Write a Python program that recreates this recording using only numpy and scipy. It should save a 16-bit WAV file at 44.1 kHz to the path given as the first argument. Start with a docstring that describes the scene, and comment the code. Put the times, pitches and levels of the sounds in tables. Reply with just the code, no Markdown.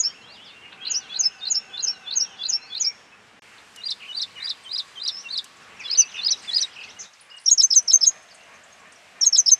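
"""A prinia sings runs of quick, high phrases in four sections of open-country sound.
Every note is a gliding whistle with a faint octave, and it rasps and hisses in steep sweeps.
Ground and twigs scatter the song back as a short wash of reflections and a longer, fainter echo.
Behind it: shaped-noise air with a hard cut at each new section, narrow-band drones, gliding whistles
of other small birds, a far crow of stacked harmonics, and a few ticks of fast-decaying noise."""
import sys
import numpy as np
from scipy import signal
from scipy.fft import rfft, irfft, next_fast_len
from scipy.io import wavfile
from scipy.ndimage import uniform_filter1d, minimum_filter1d

SR = 44100
rng = np.random.default_rng(int(sys.argv[2]) if len(sys.argv) > 2 else 0)


def file_out(sig):
    """Save sig as 16-bit WAV at sys.argv[1]."""
    # one column per channel
    cols = np.atleast_2d(sig).T
    # limit, then scale
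    lim = np.clip(cols, -1, 1)
    pcm = np.round(lim * 32767).astype(np.int16)
    wavfile.write(sys.argv[1], SR, pcm)


N = 422919
TIME = np.arange(N) / SR


def undb(db):
    """Decibels to gain."""
    return 10 ** (np.asarray(db) / 20)


def unit(x):
    """Scale to rms 1."""
    return x / np.std(x)


def add(out, s, x):
    """Mix x in at time s."""
    i = max(int(s * SR), 0)
    out[i:i + len(x)] += x[:max(N - i, 0)]


def band(n, hz, width_hz):
    """Noise in a bell-shaped band, rms 1."""
    f = np.arange(n // 2 + 1) * SR / n
    bell = np.exp(-((f - hz) / width_hz) ** 2)
    return unit(irfft(rfft(rng.standard_normal(n)) * bell, n))


def walk(rate):
    """Random wander: straight lines between normal draws, rate draws per second."""
    steps = rng.standard_normal(int(N / SR * rate) + 2)
    return np.interp(TIME * rate, np.arange(len(steps)), steps)


def arch(length, peak=0.45):
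    """Air pressure of one note: a rounded rise to its peak and a rounded fall."""
    u = np.linspace(0, 1, int(max(length, .004) * SR))
    rise_and_fall = np.interp(u, [0, np.clip(peak, .1, .9), 1], [0, .5, 1])
    return np.sin(np.pi * rise_and_fall)


def glide(n, start, middle, end):
    """Pitch bends in one smooth arc through three values."""
    curve = np.polyfit([0, .5, 1], [start, middle, end], 2)
    return np.polyval(curve, np.linspace(0, 1, n))


def phase_of(hz):
    """Phase of an oscillator that follows a pitch curve."""
    return 2 * np.pi * np.cumsum(hz) / SR


def echoes(x, t60, lag):
    """Many small reflections that begin after lag seconds and die away; the response has unit energy."""
    t = TIME[:int(t60 * SR)]
    # cubed noise: a few reflections stand out
    response = rng.standard_normal(len(t)) ** 3 * undb(-60 * t / t60)
    response = np.r_[np.zeros(int(lag * SR)), response / np.linalg.norm(response)]
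    return signal.fftconvolve(x, response)[:N]


def whistle(length, start, middle, end, rasp_hz=0):
    """One arched note of a bird further off; noise in the pitch makes it rasp."""
    push = arch(length)
    n = len(push)
    hz = glide(n, start, middle, end) + rasp_hz * band(n, 0, 500)
    return push * np.sin(phase_of(hz))


def air(tilt_db):
    """Distant country noise; each band wavers on its own and the rumble swells most."""
    # spectrum of the country air: f/Hz, relative level/dB per Hz
    spectrum = [(25, -29), (55, -20), (95, -11), (140, -13.5), (200, -8.5), (320, -13.5), (700, -5),
                (1600, -4), (2700, -6.5), (4000, -14.5), (8000, -21), (12500, -36.5), (13800, -51)]
    # swells and lulls, before scaling in each band: t/s, level/dB
    swell_points = [(0, 6.5), (1.8, 6), (3.3, 4.5), (5.5, 4.5), (7.05, 3.5), (7.08, 0.5), (7.5, 0),
                    (7.8, 4)]
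    n = next_fast_len(N)
    f = np.maximum(np.arange(n // 2 + 1) * SR / n, 1)
    hz, db = np.transpose(spectrum)
    colour_db = np.interp(np.log(f), np.log(hz), db)
    treble_db = tilt_db * np.log2(np.maximum(f, 1000) / 1000)
    noise = rfft(rng.standard_normal(n)) * undb(colour_db + treble_db)
    noise /= np.std(irfft(noise, n))
    swell = np.interp(TIME, *np.transpose(swell_points))
    zone = np.searchsorted([504, 1000, 1900, 3200], f)  # band edges, Hz
    out = np.zeros(N)
    for k in np.unique(zone):
        depth = 1.7 if k == 0 else .7  # band 0 is the rumble
        out += irfft(noise * (zone == k), n)[:N] * undb(1.3 * walk(11) + swell * depth)
    return out


def far_drones():
    """Narrow bands of noise hang in the distance as wavering tones for a while."""
    # faint drones: t/s, length/s, centre f/Hz, width/Hz, level/dB
    drones = [(0.682, 2.33, 770, 38, -59), (.68, 2.3, 1523, 70.6, -55), (3.9, 2.9, 1115, 58, -59.5),
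              (7.699, 2.4, 674, 130, -59.5)]
    out = np.zeros(N)
    for s, length, hz, width_hz, db in drones:
        push = np.sqrt(arch(length, 0.13))
        add(out, s, undb(db) * push * band(len(push), hz, width_hz))
    return out


def far_whistler():
    """In the first section a far bird repeats falling whistles that overlap each other."""
    out = np.zeros(N)
    for s in np.arange(.8, 2.6, .11):
        shift = 1 + .035 * rng.standard_normal()
        add(out, s, whistle(0.23, 3080 * shift, 2730 * shift, 2450 * shift, rasp_hz=25))
    return undb(-50.5) * (out + .5 * echoes(out, t60=0.27, lag=0.0044))


def crow():
    """Far caws: a hoarse stack of harmonics on an arched pitch, heard only as reflections."""
    # caws: t/s, level of harmonics 2 to 4 ahead of the echoes/dB
    caws = [(7.22, -56), (8.06, -52), (8.43, -51), (8.75, -53), (9.11, -51)]
    out = np.zeros(N)
    for s, db in caws:
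        push = arch(.16)
        n = len(push)
        phase = phase_of(glide(n, 520, 560, 510) + 45 * band(n, 0, 150))
        harmonics = .5 * np.sin(phase) + sum(np.sin(k * phase) for k in (2, 3, 4))
        add(out, s, undb(db) * push * harmonics)
    return echoes(out, t60=.2, lag=.005)


def neighbours():
    """Gliding calls, trills and stray chirps of other small birds, blurred by distance."""
    # single calls: t/s, length/s, start f/Hz, middle f/Hz, end f/Hz, peak level/dB, rasp/Hz rms
    calls = [(.08, 0.34, 2615, 2743, 2800, -51.5, 25), (.46, .26, 2750, 2763, 2860, -50, 25),
             (0.72, 0.021, 3200, 2850, 1880, -38, 700), (0.816, 0.18, 3030, 2756, 2870, -39, 224.4),
             (2.805, 0.16, 2424, 2325, 2290, -42.5, 90), (3.113, 0.057, 2640, 2580, 2554, -49, 50),
             (3.993, 0.094, 2990, 2555, 2870, -37.5, 200), (4.348, 0.15, 2485, 2000, 2044, -40.5, 270),
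             (5.098, 0.13, 5720, 5260, 6400, -32.5, 55), (5.79, 0.043, 2760, 2425, 1950, -34, 40.6),
             (5.979, 0.072, 3100, 2720, 2590, -32.5, 44), (6.495, 0.078, 2010, 1910, 1900, -41.5, 40),
             (6.986, 0.044, 6250, 6350, 6460, -32, 450), (8.303, 0.03, 5400, 4630, 4100, -47, 60),
             (8.37, 0.11, 2620, 2770, 2710, -52.5, 69.4)]
    # trills: t/s, notes, spacing and note length/s, start f/Hz, middle f/Hz, end f/Hz, peak level/dB
    trills = [(6.141, 5, 0.012, 3200, 2680, 2450, -30.5), (6.757, 4, 0.025, 3370, 2610, 2500, -36),
              (7.306, 3, 0.028, 2670, 2899, 2700, -41.5)]
    # far chorus: from t/s, to t/s, chirps per second, mean level as gain/dB,
    # lowest f/Hz, highest f/Hz (of the unbent pitch), mean length/s
    chorus = [(0, 2.8, 25.3, -50, 2335, 4870, 0.072), (3.49, 8.6, 10.6, -49.5, 2960, 9100, 0.01),
              (7.13, 7.45, 25, -47, 4000, 9970, .012), (8.448, 9.05, 15, -48.5, 5000, 9500, .012),
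              (5.746, 7.05, 90, -46, 1945, 6080, 0.023), (6.399, 6.65, 310, -51.5, 2010, 8760, 0.027)]
    out = np.zeros(N)
    for s, length, start, middle, end, db, rasp_hz in calls:
        add(out, s, undb(db) * whistle(length, start, middle, end, rasp_hz))
    for s, count, spacing, start, middle, end, db in trills:
        for k in range(round(count)):
            add(out, s + k * spacing, undb(db) * whistle(spacing, start, middle, end))
    for first, last, rate, db, low, high, length in chorus:
        span = last - first
        for when, pitch, slope, bend, size in rng.random((int(rate * span), 5)):
            hz, sweep = low * (high / low) ** pitch, 0.75 * (slope - .5)
            start, middle, end = hz * (1 - sweep), hz * (.95 + 0.12 * bend), hz * (1 + sweep)
            # longer chirps are also louder
            note = whistle(length * (.5 + size), start, middle, end)
            add(out, first + when * span, undb(db) * (.5 + size) * note)
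    return out + undb(-3.5) * echoes(out, t60=0.19, lag=0.0024)


def ticks():
    """Short, bright snaps: noise around 7 kHz that decays within milliseconds."""
    # dry ticks: t/s, rms level of the noise ahead of its decay/dB
    snaps = [(3.761, -37), (5.443, -34.5)]
    out, t = np.zeros(N), TIME[:SR // 20]
    for s, db in snaps:
        add(out, s, undb(db) * np.exp(-t / .004) * band(len(t), 7000, 4000))
    return out


def song_patterns():
    """One song per section: a phrase is a run-up of quick notes, a main whistle and at times a tail."""
    # run-ups: t from the main whistle/s, length/s, start f/Hz, middle f/Hz, end f/Hz,
    # peak level/dB, place of the peak/0-1; each phrase stretches, detunes and scales them
    first_run_up = [(-.097, 0.044, 3330, 3448, 3516, -30.5, 1), (-.049, 0.012, 4580, 4045, 3530, -25, 0.64),
                    (-.034, .017, 4450, 4163, 3950, -21.5, 0.77), (-.018, .008, 4040, 4750, 4440, -26, 0.3)]
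    second_run_up = [(-.134, 0.045, 3220, 2910, 2970, -34.5, 1),
                     (-.086, .013, 3610, 3740, 3850, -35.5, 0.46), (-.068, .015, 4210, 4020, 4250, -26, 1),
                     (-.05, .027, 4500, 4803, 4480, -23, .7), (-.021, .021, 3380, 3980, 4110, -24.5, 0.57)]
    third_run_up = [(-.131, 0.034, 3540, 3408, 3334, -26.5, 1), (-.094, .018, 4200, 3920, 4000, -29, .6),
                    (-.074, 0.014, 3950, 4280, 3970, -20.5, 0.64),
                    (-.059, 0.0077, 5450, 4740, 4680, -16, .75), (-.046, .017, 4950, 4950, 4880, -12, .85),
                    (-.024, 0.025, 3600, 4510, 4780, -19.5, 0.25)]
    fourth_run_up = [(-.054, .015, 6240, 5440, 5110, -13, 0.84),
                     (-.038, .021, 5610, 5374, 5010, -9.5, 0.62), (-.02, .016, 3080, 4030, 3900, -21.5, .5),
                     (-.01, .014, 8390, 7000, 6500, -20.5, .85)]
    # tails, varied likewise: t after the main whistle ends/s, length/s, start, middle and end pitch
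    # [ratios to the main whistle's last pitch], peak level/dB, place of the peak/0-1
    first_tail = [(.01, 0.019, .88, 0.871, 0.78, -20, 0.66), (.025, .008, 0.96, .92, 0.88, -16.5, 0.63),
                  (.029, .035, .895, .935, .935, -16, 0.32)]
    third_tail = [(-0.012, 0.03, 1.02, .86, .83, -24, .65)]
    # phrases: main whistle: t/s, length/s, middle f/Hz, end f/Hz, peak level/dB, place of the peak/0-1;
    # other notes: level change/dB, time stretch [ratio], pitch of the opening note [ratio],
    # final bend of the loudest of them [pitch ratio]
    first_phrases = [(0, 0.017, 6590, 5840, -14, .2, -0.63, 1.1, 1, 1.03),
                     (.897, 0.03, 6700, 5950, -19, 0.78, -1.1, 0.97, .95, 1.1),
                     (1.188, 0.03, 6520, 5830, -13, 0.76, -0.81, 1, 0.986, 0.95),
                     (1.499, .032, 6795, 5895, -14.5, 0.73, 0.6, .97, 1.05, 0.98),
                     (1.823, 0.032, 6490, 5900, -17.5, 0.87, -0.13, 1.01, 1.01, 0.98),
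                     (2.154, 0.032, 6500, 6105, -13.5, .9, 1.1, .98, 1.01, .98),
                     (2.482, 0.027, 6680, 5886, -18, 1, 0.93, 1.01, 1, 0.98),
                     (2.796, .032, 6640, 5840, -16.5, .9, 0.12, 1.03, 1, 1.03)]
    second_phrases = [(3.904, 0.025, 3970, 3520, -21.5, 0.28, -1.5, 1.05, .96, 1.02),
                      (4.215, .031, 3944, 3600, -21.5, 0.24, 0.5, 1.05, 1, .94),
                      (4.49, 0.032, 4050, 3500, -23.5, 0.39, -1, 1.05, 1, 1),
                      (4.774, 0.04, 4050, 3480, -23, 0.39, 1.5, 0.98, 1.06, 1.03),
                      (5.076, .025, 4050, 3610, -18, 0.21, 1, .93, 1.06, 1.03),
                      (5.372, 0.03, 3860, 3500, -21, 0.3, 0.5, 1.03, .945, 0.89)]
    third_phrases = [(5.972, 0.045, 6170, 5600, -6.5, 0.7, -1, 1.03, 1, 1.034),
                     (6.304, 0.021, 5930, 4650, -12.5, 0.82, 0.058, 1, 1.055, 1.018),
                     (6.603, 0.028, 5940, 4550, -18, 0.71, 1, 1, 1.016, .99)]
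    fourth_phrases = [(7.511, 0.026, 6510, 7200, -4.5, 0.29, 0.6, 0.99, 1.038, 1.075),
                      (7.63, 0.024, 6246, 6340, -5, 0.58, 0.9, 1.02, 1.02, .98),
                      (7.757, 0.039, 6160, 5680, -5, 0.35, -.5, 1.01, 0.97, 0.96),
                      (7.931, 0.033, 6260, 6480, -2.5, .5, -1, 1.03, 1, 1.015),
                      (8.065, 0.025, 6413, 6990, -6.5, 0.53, -1.06, 1.06, 0.97, 0.983),
                      (9.261, 0.024, 6470, 6100, -7, 0.4, -1.1, 0.95, 1.057, 1.054),
                      (9.38, 0.03, 6220, 5610, -7.5, 0.32, 1, 1.04, 1, .97),
                      (9.513, 0.03, 6250, 6100, -4, 0.43, 0.26, 1, 0.96, 1)]
    # last column: first pitch of the main whistle as a ratio to its middle
    return [(first_phrases, first_run_up, first_tail, 1.038),
            (second_phrases, second_run_up, [], 1.52),
            (third_phrases, third_run_up, third_tail, .94),
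            (fourth_phrases, fourth_run_up, [], 1.04)]


def sing(phrases, run_up, tail, entry):
    """The run-up leads into the main whistle, and the tail carries on from its last pitch."""
    # no two phrases are alike: random spread of the small notes
    pitch_spread, level_spread_db = 0.0074, 1.32  # pitch as a share
    notes = []
    loudest = max(run_up + tail, key=lambda note: note[5])
    for s, held, hz, last_hz, main_db, main_peak, effort_db, stretch, opening, bend in phrases:
        notes.append((s, held, entry * hz, hz, last_hz, main_db, main_peak))
        for figure, anchor, pitch_scale in ((run_up, s, 1), (tail, s + held, last_hz)):
            for note in figure:
                offset, length, *pitches, db, peak = note
                off_pitch, off_level = rng.standard_normal(2)
                arc = np.array(pitches) * pitch_scale * (1 + pitch_spread * off_pitch)
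                if note is run_up[0]:
                    arc *= opening
                if note is loudest:
                    arc *= bend ** np.array([0, .5, 1])
                note_db = db + effort_db + level_spread_db * off_level
                notes.append((anchor + offset * stretch, length * stretch, *arc, note_db, peak))
    # notes that would start before time 0 are left out
    return [note for note in notes if note[0] >= 0]


def prinia(notes, second_db, rasp_hz):
    """Level syrinx whistles are smooth; in a steep sweep the membrane flutters and the note rasps."""
    hiss_db = -26.5  # scales the hiss, which also follows the note and its strain
    out = np.zeros(N)
    for s, length, start, middle, end, db, peak in notes:
        push = arch(length, peak)
        n = len(push)
        hz = glide(n, start, middle, end)
        strain = np.minimum(np.abs(np.gradient(hz)) * SR / 60000, 1)  # full at 60 kHz per second
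        phase = phase_of(hz + strain * rasp_hz * band(n, 300, 540))
        flutter = undb(2.2 * strain * band(n, 150, 150))
        # the throat lets the octave of low notes through best
        octave = undb(second_db) * (4500 / hz) ** 2 * np.sin(2 * phase)
        # loud, steep sweeps hiss the most: note level and push count here and again in the mix
        hiss = undb(db + hiss_db) * (.1 + strain ** 2) * push * band(n, 8000, 4100)
        add(out, s, undb(db) * push * (flutter * np.sin(phase) + octave + hiss))
    return out


def scene():
    """Four sections, each with its own song, echo and background noise; a faint diffuse part adds width."""
    # sections: from t/s, octave level for a 4500 Hz note/dB, pitch rasp at full strain/Hz rms,
    # twig scatter/dB, its decay/s, far echo/dB, air level ahead of its swell/dB,
    # air tilt above 1 kHz/dB per octave
    sections = [(0, -40.5, 102, -8.5, 0.082, -30, -55.5, -0.5),
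                (3.41, -29.5, 110, -4.5, 0.066, -25, -53.5, 2),
                (5.6, -40.5, 100, -6.5, 0.052, -32, -51.5, 0.4),
                (7.066, -35.5, 120, -7.5, 0.052, -35.5, -54.5, 1.5)]
    song, backdrop = np.zeros(N), np.zeros(N)
    ends = [row[0] for row in sections[1:]] + [N / SR]
    for section, end, pattern in zip(sections, ends, song_patterns()):
        start, second_db, rasp_hz, twig_db, twig_s, far_db, air_db, tilt_db = section
        voice = prinia(sing(*pattern), second_db, rasp_hz)
        twigs = undb(twig_db) * echoes(voice, t60=twig_s, lag=0.0028)
        far_echo = undb(far_db) * echoes(voice, t60=0.96, lag=0.027)
        song += voice + twigs + far_echo
        # the background noise is joined by hard cuts
        backdrop += undb(air_db) * air(tilt_db) * ((TIME >= start) & (TIME < end))
    # a short silence of the background noise at the cut between the first two sections
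    backdrop *= (TIME < 3.395) | (TIME > 3.42)
    mid = backdrop + far_drones() + far_whistler() + crow() + neighbours() + ticks() + song
    # the side part is added left and subtracted right
    side = echoes(undb(-20) * backdrop + undb(-34) * song, t60=.04, lag=.002)
    return np.array([mid + side, mid - side])


def record(dry):
    """A quick limiter holds the loudest whistles down; a steep low-pass cuts the top."""
    size = SR // 250  # 4 ms window
    wanted = np.minimum(1, undb(-2.7) / (np.abs(dry).max(axis=0) + 1e-9))
    gain = uniform_filter1d(minimum_filter1d(wanted, size), size)
    low_pass = signal.ellip(8, .2, 70, 15500, fs=SR, output="sos")
    return signal.sosfilt(low_pass, dry * gain)


dry = scene()
out = record(dry)
file_out(out)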